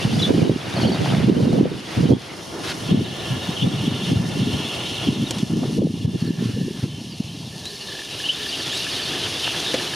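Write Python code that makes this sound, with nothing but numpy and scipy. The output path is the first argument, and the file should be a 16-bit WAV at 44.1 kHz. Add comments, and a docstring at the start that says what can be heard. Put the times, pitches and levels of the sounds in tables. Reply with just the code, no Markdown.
"""Flock in a windy tree

Small birds settle in a tall tree on a gusty day, heard from below on a zooming camera's stereo microphone.
Crowns roar and leaves hiss; hundreds of birds chatter in gliding whistles, a few of them close.
Eddies thump on the diaphragm and duck the recorder's gain. The lens motor whirs and ticks,
and the stereo image narrows as it zooms in."""
import sys
import numpy as np
from scipy import signal
from scipy.fft import rfft, irfft, next_fast_len
from scipy.io import wavfile
from scipy.ndimage import uniform_filter1d

SR = 44100
rng = np.random.default_rng(int(sys.argv[2]) if len(sys.argv) > 2 else 0)


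def dump_mix(stems):
    """Bounce the given channels to the path in sys.argv[1] as a 16-bit WAV at rate SR."""
    frames = np.atleast_2d(stems).T  # one column per channel
    limited = np.clip(frames, -1, 1)  # hard clip at full scale
    pcm = np.round(limited * 32767).astype(np.int16)
    wavfile.write(sys.argv[1], SR, pcm)


N = 438794
TIME = np.arange(N) / SR


def gain_of(db):
    """Decibels to amplitude."""
    return 10 ** (np.asarray(db) / 20)


def unit_rms(x):
    """Scales to rms 1."""
    return x / np.sqrt(np.mean(x ** 2) + 1e-20)


def steadied(x, size):
    """Removes swells slower than `size` samples."""
    return x / np.sqrt(uniform_filter1d(x ** 2, size) + 1e-6)


def curve(rows):
    """Rows of (time [s], value), read at every sample."""
    return np.interp(TIME, *np.transpose(rows))


def coloured(x, points):
    """Filters x by rows of (frequency [Hz], gain [dB])."""
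    hz, db = np.transpose(points)
    size = next_fast_len(N)
    bins = np.fft.rfftfreq(size, 1 / SR)
    response = gain_of(np.interp(np.log(bins + 1), np.log(hz), db))
    return irfft(rfft(x, size) * response, size)[:N]


def noise(points):
    """Steady noise of rms 1 with the given spectrum."""
    return unit_rms(coloured(rng.standard_normal(N), points))


def wander(rate, size=N):
    """A random drift of rms about 1 that turns `rate` times a second."""
    knots = rng.standard_normal(size // 16 + 8)
    return np.interp(np.arange(size) * rate / SR, np.arange(len(knots)), knots) * np.sqrt(3 / 2)


def burst(length, rise_s, fall_s):
    """An envelope that swells, holds and dies away."""
    t = np.arange(0, length + 8 * fall_s, 1 / SR)
    return np.minimum(t / rise_s, 1) * np.exp(-np.maximum(t - length, 0) / fall_s)


def add(mix, start, sound):
    """Mixes a sound in at `start` seconds."""
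    part = mix[max(round(start * SR), 0):][:len(sound)]
    part += sound[:len(part)]


def echoes(x, t60):
    """Scatter from trunks and branches: a short random tail of energy 1."""
    t = np.arange(SR // 2) / SR
    tail = rng.standard_normal(len(t)) * gain_of(-60 * t / t60) * (t > .006)
    return signal.oaconvolve(x, tail / np.linalg.norm(tail))[:N]


# the microphone's side signal as the lens zooms in: (time [s], gain [dB])
SIDE_GAIN = [(0, -0.5), (3, 1.5), (5, -2), (6.3, -3.5), (7.3, -10.5)]
# the part of the side that narrows, and the treble that stays wide: (frequency [Hz], gain [dB])
NARROWING_BAND = [(60, -17), (150, -14.5), (400, -8.5), (1500, -5.5), (3200, -11.5)]
WIDE_TREBLE = [(3500, -63), (6000, -30), (9500, -10.5), (13000, -3)]

def stereo(mid, side):
    """The zoom microphone lets in less of the side as the lens closes in; the top stays wide."""
    side = coloured(side, NARROWING_BAND) * gain_of(curve(SIDE_GAIN)) + coloured(side, WIDE_TREBLE)
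    return np.array([mid + side, mid - side])


# wind in the crowns, high overhead: (frequency [Hz], level [dB])
ROAR_SPECTRUM = [(20, -67), (60, -4), (130, 6), (220, 2), (330, 5.5), (520, -1.5), (700, -1.5),
                 (1050, -5.5), (1500, -5.5), (2500, -7), (3200, -12.5), (6000, -50)]
# its midrange at the microphone: (time [s], level [dB])
ROAR_LEVEL = [(0, -36), (0.55, -37.5), (0.75, -34.5), (1.15, -34.5), (1.4, -39), (1.8, -40), (2.0, -37.5),
              (2.5, -41), (3.3, -39.5), (5.05, -39.5), (5.5, -45.5), (5.95, -50), (7.4, -52), (8.85, -39),
              (9.95, -38.5)]
# a palm frond caught by one gust: (time [s], depth [0-1])
FROND_RATTLE = [(.7, 0.36), (.85, 0.8), (1.15, 0.7), (1.25, 0)]

def crowns(lull_db=-44, rattle_hz=65):
    """Wind roars through the crowns, duller in the lulls; a flapping frond chops it into a rattle."""
    roar, level_db = noise(ROAR_SPECTRUM), curve(ROAR_LEVEL)
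    midrange = signal.butter(4, [700, 1500], "band", fs=SR, output="sos")
    swirl_db = 2.5 * np.tanh(wander(30))
    roar = roar / np.std(signal.sosfilt(midrange, roar)) * gain_of(level_db - 1 + swirl_db)
    brightness = gain_of(np.minimum(level_db - lull_db, 0))
    roar -= (1 - brightness) * coloured(roar, [(700, -38), (1300, -0.5)])
    flaps = np.cos(2 * np.pi * np.cumsum(rattle_hz * (1 + 0.179 * wander(25.15))) / SR)
    frond = coloured(roar, [(400, -22), (600, 14.5), (950, 4), (1400, -12)])
    return roar + curve(FROND_RATTLE) * flaps * frond


# foliage overhead: (frequency [Hz], level [dB])
LEAF_SPECTRUM = [(800, -58), (2200, -11), (3000, -2.5), (4200, 4), (5300, 1.5), (6300, -2.5), (7900, -12),
                 (9000, -8.3), (10100, -7.5), (11500, -15), (15300, -28)]
# its hiss at the microphone: (time [s], level [dB])
LEAF_LEVEL = [(0, -40), (0.2, -37), (0.5, -42.5), (1.15, -39.5), (1.7, -44.5), (2.0, -40.5), (2.5, -43.5),
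              (5.0, -41), (5.9, -47.5), (7.2, -48.5), (7.8, -43), (8.8, -36), (9.95, -36)]

def leaves(snaps_per_s=900):
    """Leaves hiss and patter against each other in tiny snaps."""
    sizes = gain_of(14 * np.minimum(rng.exponential(1, N), 3.5))
    snaps = (rng.random(N) < snaps_per_s / SR) * rng.choice([-1, 1], N) * sizes
    hiss = noise(LEAF_SPECTRUM) + gain_of(-10) * unit_rms(coloured(snaps, LEAF_SPECTRUM))
    return hiss * gain_of(curve(LEAF_LEVEL) + 4 + 0.9 * wander(40))


# brief swells of broad background hiss: (start [s], length [s], level [dB])
HISS_SWELLS = [(2.632, 0.086, -33.5), (5.612, 0.14, -46), (6.17, 0.1, -44), (6.38, 0.15, -41.5),
               (6.76, 0.086, -41.5), (9.43, 0.049, -33.5)]
# their colour: (frequency [Hz], level [dB])
SWELL_SPECTRUM = [(250, -22), (420, -7), (1400, 2.5), (2300, 0.5), (3200, 4.5), (5000, -0.5), (8000, -14.5),
                  (10000, -10), (15000, -33)]

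def hiss_swells():
    """Short swells of broad hiss that start crisply and flutter."""
    envelope = np.zeros(N)
    for start, length, db in HISS_SWELLS:
        add(envelope, start, gain_of(db) * burst(length, rise_s=0.0072, fall_s=0.021))
    return envelope * noise(SWELL_SPECTRUM) * gain_of(2 * wander(60))


# the lens motor, right beside the microphone: (frequency [Hz], level [dB])
WHIR_SPECTRUM = [(360, -9), (415, 14.5), (480, -20), (1450, -22), (1700, 3.5), (1790, 5), (2050, -25)]
# its run: (time [s], level [dB])
WHIR_LEVEL = [(2.6, -69), (2.9, -46), (5.2, -52), (5.9, -59), (6.4, -45.5), (7.3, -58.5), (7.8, -48),
              (8.4, -46)]
# its single steps: (time [s], level [dB])
LENS_TICKS = [(7.885, -27), (7.92, -28), (7.95, -26.5), (7.9902, -24), (8.0167, -26), (8.1993, -25),
              (8.2387, -25), (8.4622, -22.5), (8.601, -21.5), (8.728, -19), (8.866, -22), (8.996, -22),
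              (9.133, -21.5), (9.2624, -22), (9.4727, -17.5), (9.543, -24), (9.6617, -21), (9.7337, -20.5),
              (9.796, -21), (9.935, -21)]

def lens_motor(tick_hz=1735, rise_s=0.0033, ring_s=0.04):
    """The motor whirs, then steps in ticks, each a short note with a dull clack."""
    out = noise(WHIR_SPECTRUM) * gain_of(curve(WHIR_LEVEL) + 3.3 * wander(15))
    t = np.arange(SR // 8) / SR
    swell = (t / rise_s * np.exp(1 - t / rise_s)) ** 2
    ring = gain_of(-16) * np.minimum(t / rise_s, 1) * np.exp(-t / ring_s)
    for start, db in LENS_TICKS:
        rattle = ring * wander(106, size=len(t))  # the gears rattle on faintly, on the same note
        hz = tick_hz * (1 + .01 * rng.standard_normal())
        note = (swell + rattle) * np.sin(2 * np.pi * hz * t)
        clack = swell * unit_rms(uniform_filter1d(rng.standard_normal(len(t)), size=9))
        add(out, start, gain_of(db - 4.8) * (note + gain_of(-15) * clack))
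    return out


# handling noise on the camera: (time [s], level [dB], fade [s], pitch [Hz])
KNOCKS = [(1.148, -23, 0.0055, 4030), (2.715, -29, 0.014, 3060), (5.308, -19, 0.005, 7500),
          (5.308, -22.5, 0.012, 740), (5.384, -27.5, 0.0076, 5900), (5.63, -28.5, 0.014, 900),
          (7.655, -26, 0.004, 6300), (9.477, -21, 0.003, 1200), (9.74, -16.5, 0.015, 625),
          (9.741, -16.5, 0.0086, 4370)]

def handling():
    """The hand knocks and creaks on the body: bands of noise that die quickly."""
    out, t = np.zeros(N), np.arange(SR // 8) / SR
    for start, db, fade, hz in KNOCKS:
        body = signal.butter(2, [hz / 2.74, min(hz * 1.04, SR / 2.1)], "band", fs=SR, output="sos")
        knock = unit_rms(signal.sosfilt(body, rng.standard_normal(len(t))))
        add(out, start, gain_of(db) * knock * np.exp(-t / fade))
    return out


def eddy(hz, cycles):
    """One eddy pushes the diaphragm to and fro; 50 ms long, strongest in the middle."""
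    t = np.arange(-SR // 40, SR // 40) / SR
    push = np.cos(2 * np.pi * (hz * t + rng.random()))
    return push / np.cosh(t * hz / cycles) * signal.windows.tukey(len(t))


# gusts straight on the microphone: (start [s], length [s], level [dB], typical eddy pitch [Hz])
GUSTS = [(0.038, 0.18, -19, 164), (0.281, 0.033, -10, 223), (0.338, 0.18, -16, 231),
         (0.809, 0.11, -17, 217), (0.991, 0.024, -13, 190), (1.09, 0.19, -17.5, 170),
         (1.264, 0.24, -14, 230), (1.513, 0.15, -14, 236), (1.964, 0.1, -15.5, 163),
         (2.083, 0.042, -8.5, 232), (2.892, 0.089, -14, 200), (3.293, 0.042, -22, 185),
         (3.613, 0.055, -14.5, 176), (3.694, 0.27, -25, 189), (4.086, 0.12, -16.5, 177),
         (4.358, 0.19, -20.5, 186), (5.058, 0.055, -16, 196), (5.167, 0.062, -16.5, 242),
         (5.49, 0.13, -21.5, 204), (5.764, 0.097, -17.5, 245), (6.037, 0.025, -18.5, 188),
         (6.124, 0.019, -16, 198), (6.232, 0.067, -24, 231), (6.381, 0.17, -23, 220),
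         (6.573, 0.086, -23.5, 233), (6.825, 0.023, -19, 183)]
# the lighter flow between them: (time [s], level [dB])
BREEZE = [(0, -33), (0.45, -15), (0.6, -37), (0.78, -25), (1.75, -25), (1.87, -42), (2.5, -58), (2.8, -37),
          (3.02, -17), (3.17, -39.5), (4.3, -24), (4.8, -39.5), (5.6, -24.5), (6.5, -29.5), (7.1, -35.5),
          (7.5, -36), (7.9, -51), (9.9, -64)]
# the rumble under the eddies: (frequency [Hz], level [dB])
RUMBLE_SPECTRUM = [(35, -67), (62, -6), (90, -3.5), (130, 5), (190, -1.5), (270, -7), (420, -7), (580, -36),
                   (2000, -77)]

def buffeting(level_db, edge_db, pitch_ratio=0.98, count=2600):
    """Eddies of many sizes rock the diaphragm; harder gusts add a brighter, rougher edge."""
    power = gain_of(curve(BREEZE)) ** 2
    for start, length, db, _ in GUSTS:
        add(power, start, (gain_of(db) * burst(length, rise_s=0.014, fall_s=0.027)) ** 2)
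    force = np.sqrt(power)
    eddy_hz = pitch_ratio * curve([(start + length / 2, hz) for start, length, _, hz in GUSTS])
    flow = np.zeros(N)
    for when, pitch, strength in zip(rng.integers(0, N, count), *rng.standard_normal((2, count))):
        speed = np.clip(10 * force[when], .2, 2) ** 0.074  # faster air, quicker eddies
        hz = eddy_hz[when] * speed * 2 ** (0.48 * np.clip(pitch, -2, 2))
        add(flow, when / SR, gain_of(5 * min(strength, 2)) * eddy(hz, cycles=0.67))
    flow = coloured(flow, [(50, -16.0), (110, 2.0)])
    flow = steadied(unit_rms(flow) + 0.26 * noise(RUMBLE_SPECTRUM), size=2200)
    flow *= gain_of(1 - 7 * np.maximum(wander(55) - .3, 0))  # the flow stalls, so gusts sputter
    stir = np.sqrt(uniform_filter1d(flow ** 2, 400) + 1e-6)  # the edge flares with each eddy
    edge = stir * noise([(200, -45), (450, 4.0), (650, -8), (1000, -14.5), (2500, -56)])
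    return gain_of(level_db) * force * flow + gain_of(edge_db) * force ** 1.62 * edge


# the strongest eddies on the diaphragm: (time [s], level [dB], pitch [Hz])
BIG_EDDIES = [(0.05, -6, 183), (0.131, -8, 201), (0.306, 1, 258), (0.339, -12, 480), (0.427, 3.5, 186),
              (0.494, 2, 354), (0.56, -5.5, 240), (0.855, -1.5, 166), (1.181, -5, 178), (1.243, -1, 202),
              (1.296, 4, 308), (1.435, -4.5, 166), (1.609, 5, 302), (1.654, -1.5, 432), (2.054, 0.5, 237),
              (2.106, 6.5, 241), (2.117, 5, 286), (2.133, 3, 258), (2.925, 0, 191), (3.49, -12, 181),
              (3.877, -7, 228), (4.418, -11, 188), (5.087, -1, 221), (5.431, -4.5, 196), (5.534, -7.5, 243),
              (5.868, -11, 410), (6.077, -9, 197), (6.223, -9, 169), (6.305, -7, 237), (6.456, -9, 187),
              (7.203, -10, 195)]

def thumps():
    """The largest eddies stand out as single thumps."""
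    out = np.zeros(N)
    for when, db, hz in BIG_EDDIES:
        add(out, when - .022, gain_of(db + 1) * eddy(hz, cycles=0.38))
    return coloured(out, [(30, -28), (100, -1.0)])


# extra wind on the microphone's right port: (time [s], level [dB])
WINDWARD = [(2.3, 1.5), (2.8, -17)]

def microphone_wind(lean=.17):
    """Wind on both ports; the first gusts come from the right and shake that one harder."""
    blows, windward = thumps(), gain_of(curve(WINDWARD))
    mid = buffeting(level_db=0.27, edge_db=-12.5) + blows
    side = buffeting(level_db=-2, edge_db=-1)  # the smallest eddies differ most between the ports
    wind = stereo(mid, side)
    wind[1] += windward * buffeting(level_db=-4.5, edge_db=-5, pitch_ratio=1.39)
    return wind + lean * windward * np.array([-blows, blows])


def chirp(length, first_hz, middle_hz, last_hz, rasp):
    """One syllable: a gliding whistle, made raspy by a fast shake of the syrinx."""
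    progress = np.linspace(0, 1, max(int(length * SR), 64))
    size = len(progress)
    hz = np.polyval(np.polyfit([0, .5, 1], [first_hz, middle_hz, last_hz], 2), progress)
    hz *= 1 + 0.112 * rasp * wander(692, size)
    shake = gain_of(10 * rasp * np.tanh(wander(303, size)))
    return unit_rms(np.sin(2 * np.pi * np.cumsum(hz) / SR) * shake * signal.windows.tukey(size, .7))


# the whole flock, heard from the ground: (time [s], level [dB])
CHATTER_LEVEL = [(0, -33), (0.55, -38.5), (1.1, -35), (1.65, -40.5), (2.0, -39), (2.58, -40), (2.78, -39),
                 (2.92, -28), (3.08, -30), (3.55, -30.5), (4.08, -27), (4.25, -34.5), (4.48, -27.5),
                 (5.07, -26.5), (5.5, -37), (7.6, -43), (8.25, -33), (9.22, -29.5), (9.3, -33.5),
                 (9.45, -28.5), (9.95, -33)]
# the farthest birds, merged into a blur: (time [s], share of the chatter's power [0-1])
BLUR_SHARE = [(2, .2), (2.9, .44), (5.2, .5), (7.3, .75), (8.3, .35)]
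# that blur's colour: (frequency [Hz], level [dB])
BLUR_SPECTRUM = [(1000, -37), (2400, -2), (2800, 5.5), (3050, 2.5), (3400, 2), (3900, -6.5), (4300, -5),
                 (4800, -37), (9000, -53)]

def flock(count=2200, kinds=400, glide=0.06):
    """Many short chirps from all distances over the blur of the farthest birds."""
    repertoire, birds = [], np.zeros(N)
    for length, pitch, rasp, onset, end in zip(*rng.random((3, kinds)), *rng.standard_normal((2, kinds))):
        hz = 2780 * 1.37 ** (pitch ** 1.3)
        first_hz, last_hz = hz * (1 + glide * onset), hz * (1 + glide * end)
        repertoire.append(chirp(0.014 + 0.032 * length, first_hz, hz, last_hz, 0.35 * rasp))
    calls = zip(rng.random(count), rng.integers(0, kinds, count), rng.standard_normal(count))
    for when, kind, nearness in calls:
        add(birds, when * N / SR, gain_of(4.8 * min(nearness, 2)) * repertoire[kind])
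    birds = coloured(birds, [(2500, 5), (2850, 1.0), (3400, 1.0), (3800, 5.0), (4500, 4)])
    birds = steadied(birds + gain_of(-8) * echoes(birds, t60=0.35), size=4500)
    blur = curve(BLUR_SHARE)
    chatter = np.sqrt(1 - blur) * birds + np.sqrt(blur) * noise(BLUR_SPECTRUM)
    return gain_of(curve(CHATTER_LEVEL)) * chatter


# the midrange turns hollow while the lens travels fast: (frequency [Hz], gain [dB])
HOLLOW_COLOUR = [(1100, 1.5), (1300, -3), (1410, 2), (1560, -10.5), (1760, 2), (1900, -6), (2100, -2),
                 (2520, -8), (2750, -3.5), (4050, -4.5), (4400, 1), (4680, -5.5), (5150, 1)]
# how hollow: (time [s], depth [times that colour])
HOLLOW_DEPTH = [(2.25, 0), (2.45, 1), (5.1, 1), (5.9, 1.1), (7.8, .5), (8.5, 0)]
# the background drops away briefly at a few moments: (start [s], length [s], depth [dB])
DIPS = [(1.305, 0.02, -3.5), (2.125, .045, -4.5), (5.786, .1, -3), (6.058, .028, -5)]

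def surroundings():
    """Trees and flock together, hollow for a while and dipping briefly, with swells of hiss on top."""
    hz, t, spectra = signal.stft(crowns() + leaves() + flock(), SR, nperseg=1024)
    colour_db = np.interp(hz, *np.transpose(HOLLOW_COLOUR))
    depth = np.interp(t, *np.transpose(HOLLOW_DEPTH))
    hollowed = signal.istft(spectra * gain_of(np.outer(colour_db, depth)), SR)[1][:N]
    dip_db = np.zeros(N)
    for start, length, db in DIPS:
        add(dip_db, start, db * burst(length, rise_s=.005, fall_s=0.024))
    return hollowed * gain_of(dip_db) + hiss_swells()


# smaller birds high in the tree: (time [s], level against the flock [dB])
TWITTER_LEVEL = [(5.3, -19), (7.2, -13), (7.8, -8), (8.9, -11.5)]

def twitter(count, first_hz, glide):
    """Short whistled slurs; `glide` is the last pitch over the first."""
    out = np.zeros(N)
    for when, length, pitch, nearness in zip(*rng.random((2, count)), *rng.standard_normal((2, count))):
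        hz = first_hz * (1 + .08 * pitch)
        slur = chirp(0.0248 + 0.0408 * length, hz, hz * glide ** .5, hz * glide, rasp=0.18)
        add(out, when * N / SR, gain_of(2 * nearness) * slur)
    level = gain_of(curve(CHATTER_LEVEL) + curve(TWITTER_LEVEL))
    return level * unit_rms(out + .5 * echoes(out, t60=0.29))


# calls from the branches nearest the microphone:
# (time [s], length [s], first pitch [Hz], middle pitch [Hz], last pitch [Hz], level [dB], rasp [0-1])
NEAR_CALLS = [ (0.125, .045, 4100, 4700, 6000, -31.5, .6), (0.188, 0.024, 4000, 3400, 3650, -23, 0.25),
              (0.217, .024, 3850, 3850, 3000, -20, .12), (0.237, 0.03, 3300, 3480, 3650, -23, 0.15),
              (0.362, 0.067, 3300, 2600, 2130, -34, 0.9), (0.43, .035, 2850, 3020, 3000, -32, .3),
              (0.831, .045, 2804, 3200, 3300, -31, 0.25), (0.88, .04, 2950, 3150, 3400, -34, .3),
              (2.05, 0.04, 3100, 3000, 3400, -32.5, 0.35), (2.118, .055, 3200, 3330, 3250, -33.5, .35),
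              (2.28, 0.05, 2350, 2150, 2070, -40.5, 0.45), (3.555, .06, 3400, 3000, 3150, -30, .45),
              (3.605, .04, 3300, 3080, 3450, -27, .6), (5.261, .022, 3850, 3760, 3640, -32.5, 0.1),
              (6.886, .09, 3060, 3050, 3100, -43.5, 0.08), (7.08, 0.09, 5150, 4650, 3850, -46.5, .1),
              (7.276, .034, 2950, 3070, 3050, -42, .1), (7.626, 0.075, 3700, 3900, 4450, -37.5, .14),
              (8.23, 0.052, 3000, 2900, 3400, -26, 0.4), (8.282, 0.035, 2820, 3015, 3200, -21.5, .3),
              (8.484, .022, 4310, 4690, 4200, -31, .2), (8.516, 0.04, 2810, 2990, 3200, -31, 0.5),
              (8.565, .08, 5050, 4550, 4100, -37.5, .15), (8.68, .11, 3000, 3500, 4300, -31, .12),
              (8.7, .08, 5750, 7300, 8600, -40.5, .1), (9.19, .03, 4100, 3900, 3700, -33, .25),
              (9.215, .065, 3000, 3150, 3400, -32, .3), (9.419, 0.085, 2766, 2880, 2870, -27.5, 0.5),
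              (9.645, 0.085, 3450, 3680, 3650, -29, 0.4)]
# close trills of falling slurs: (start [s], end [s], level [dB])
TRILLS = [(0.752, 0.9, -33), (6.2, 6.25, -43), (7.69, 7.83, -41), (8.905, 9.05, -35)]

def near_birds(level_db=-2, slur_every_s=0.054, slur_hz=(4560, 4460, 4000)):
    """Single birds call and trill close by; the branches scatter their sound to the sides."""
    out = np.zeros(N)
    for start, length, *pitches, db, rasp in NEAR_CALLS:
        add(out, start, gain_of(db + level_db) * chirp(length, *pitches, rasp))
    for start, end, db in TRILLS:
        for k in range(round((end - start) / slur_every_s) + 1):
            pitch, effort_db = rng.standard_normal(2)  # no two slurs are alike
            slur = chirp(0.035, *np.multiply(slur_hz, 1 + .008 * pitch), rasp=.12)
            add(out, start + k * slur_every_s, gain_of(db + level_db + effort_db) * slur)
    out *= gain_of(2 * wander(110))  # the gusty air breaks up the calls
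    mid = out + gain_of(-10) * echoes(out, t60=0.16)
    return stereo(mid, side=gain_of(-2) * echoes(out, t60=0.22))


def scene():
    """Wind at the microphone, the trees and their birds, and the camera's own noises."""
    mix = microphone_wind() + stereo(surroundings(), surroundings())
    mix += twitter(count=350, first_hz=4300, glide=.87)
    mix += twitter(count=150, first_hz=3040, glide=1.17)
    return mix + near_birds() + lens_motor() + handling()


def gain_control(x, threshold_db=-20, ratio=1.77, attack_s=0.01, recovery_db_per_s=36):
    """The recorder turns everything down when a gust hits, then creeps back up."""
    keep = np.exp(-1 / (attack_s * SR))
    power_db = 10 * np.log10(signal.lfilter([1 - keep], [1, -keep], (x ** 2).mean(0)) + 1e-12)
    fall_db = TIME * recovery_db_per_s
    held_db = np.maximum.accumulate(power_db + fall_db) - fall_db
    over_db = np.maximum(held_db - threshold_db, 0)
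    return x * gain_of(-(1 - 1 / ratio) * uniform_filter1d(over_db, size=200))


def record(dry):
    """Gain control, full-scale clipping, then the band limit."""
    clipped = np.clip(gain_control(dry), -1, 1)
    lowpass = signal.firwin(511, cutoff=15350, window=("kaiser", 9), fs=SR)
    return signal.oaconvolve(clipped, lowpass[None], "same", axes=1)


dry = scene()
out = record(dry)
dump_mix(out)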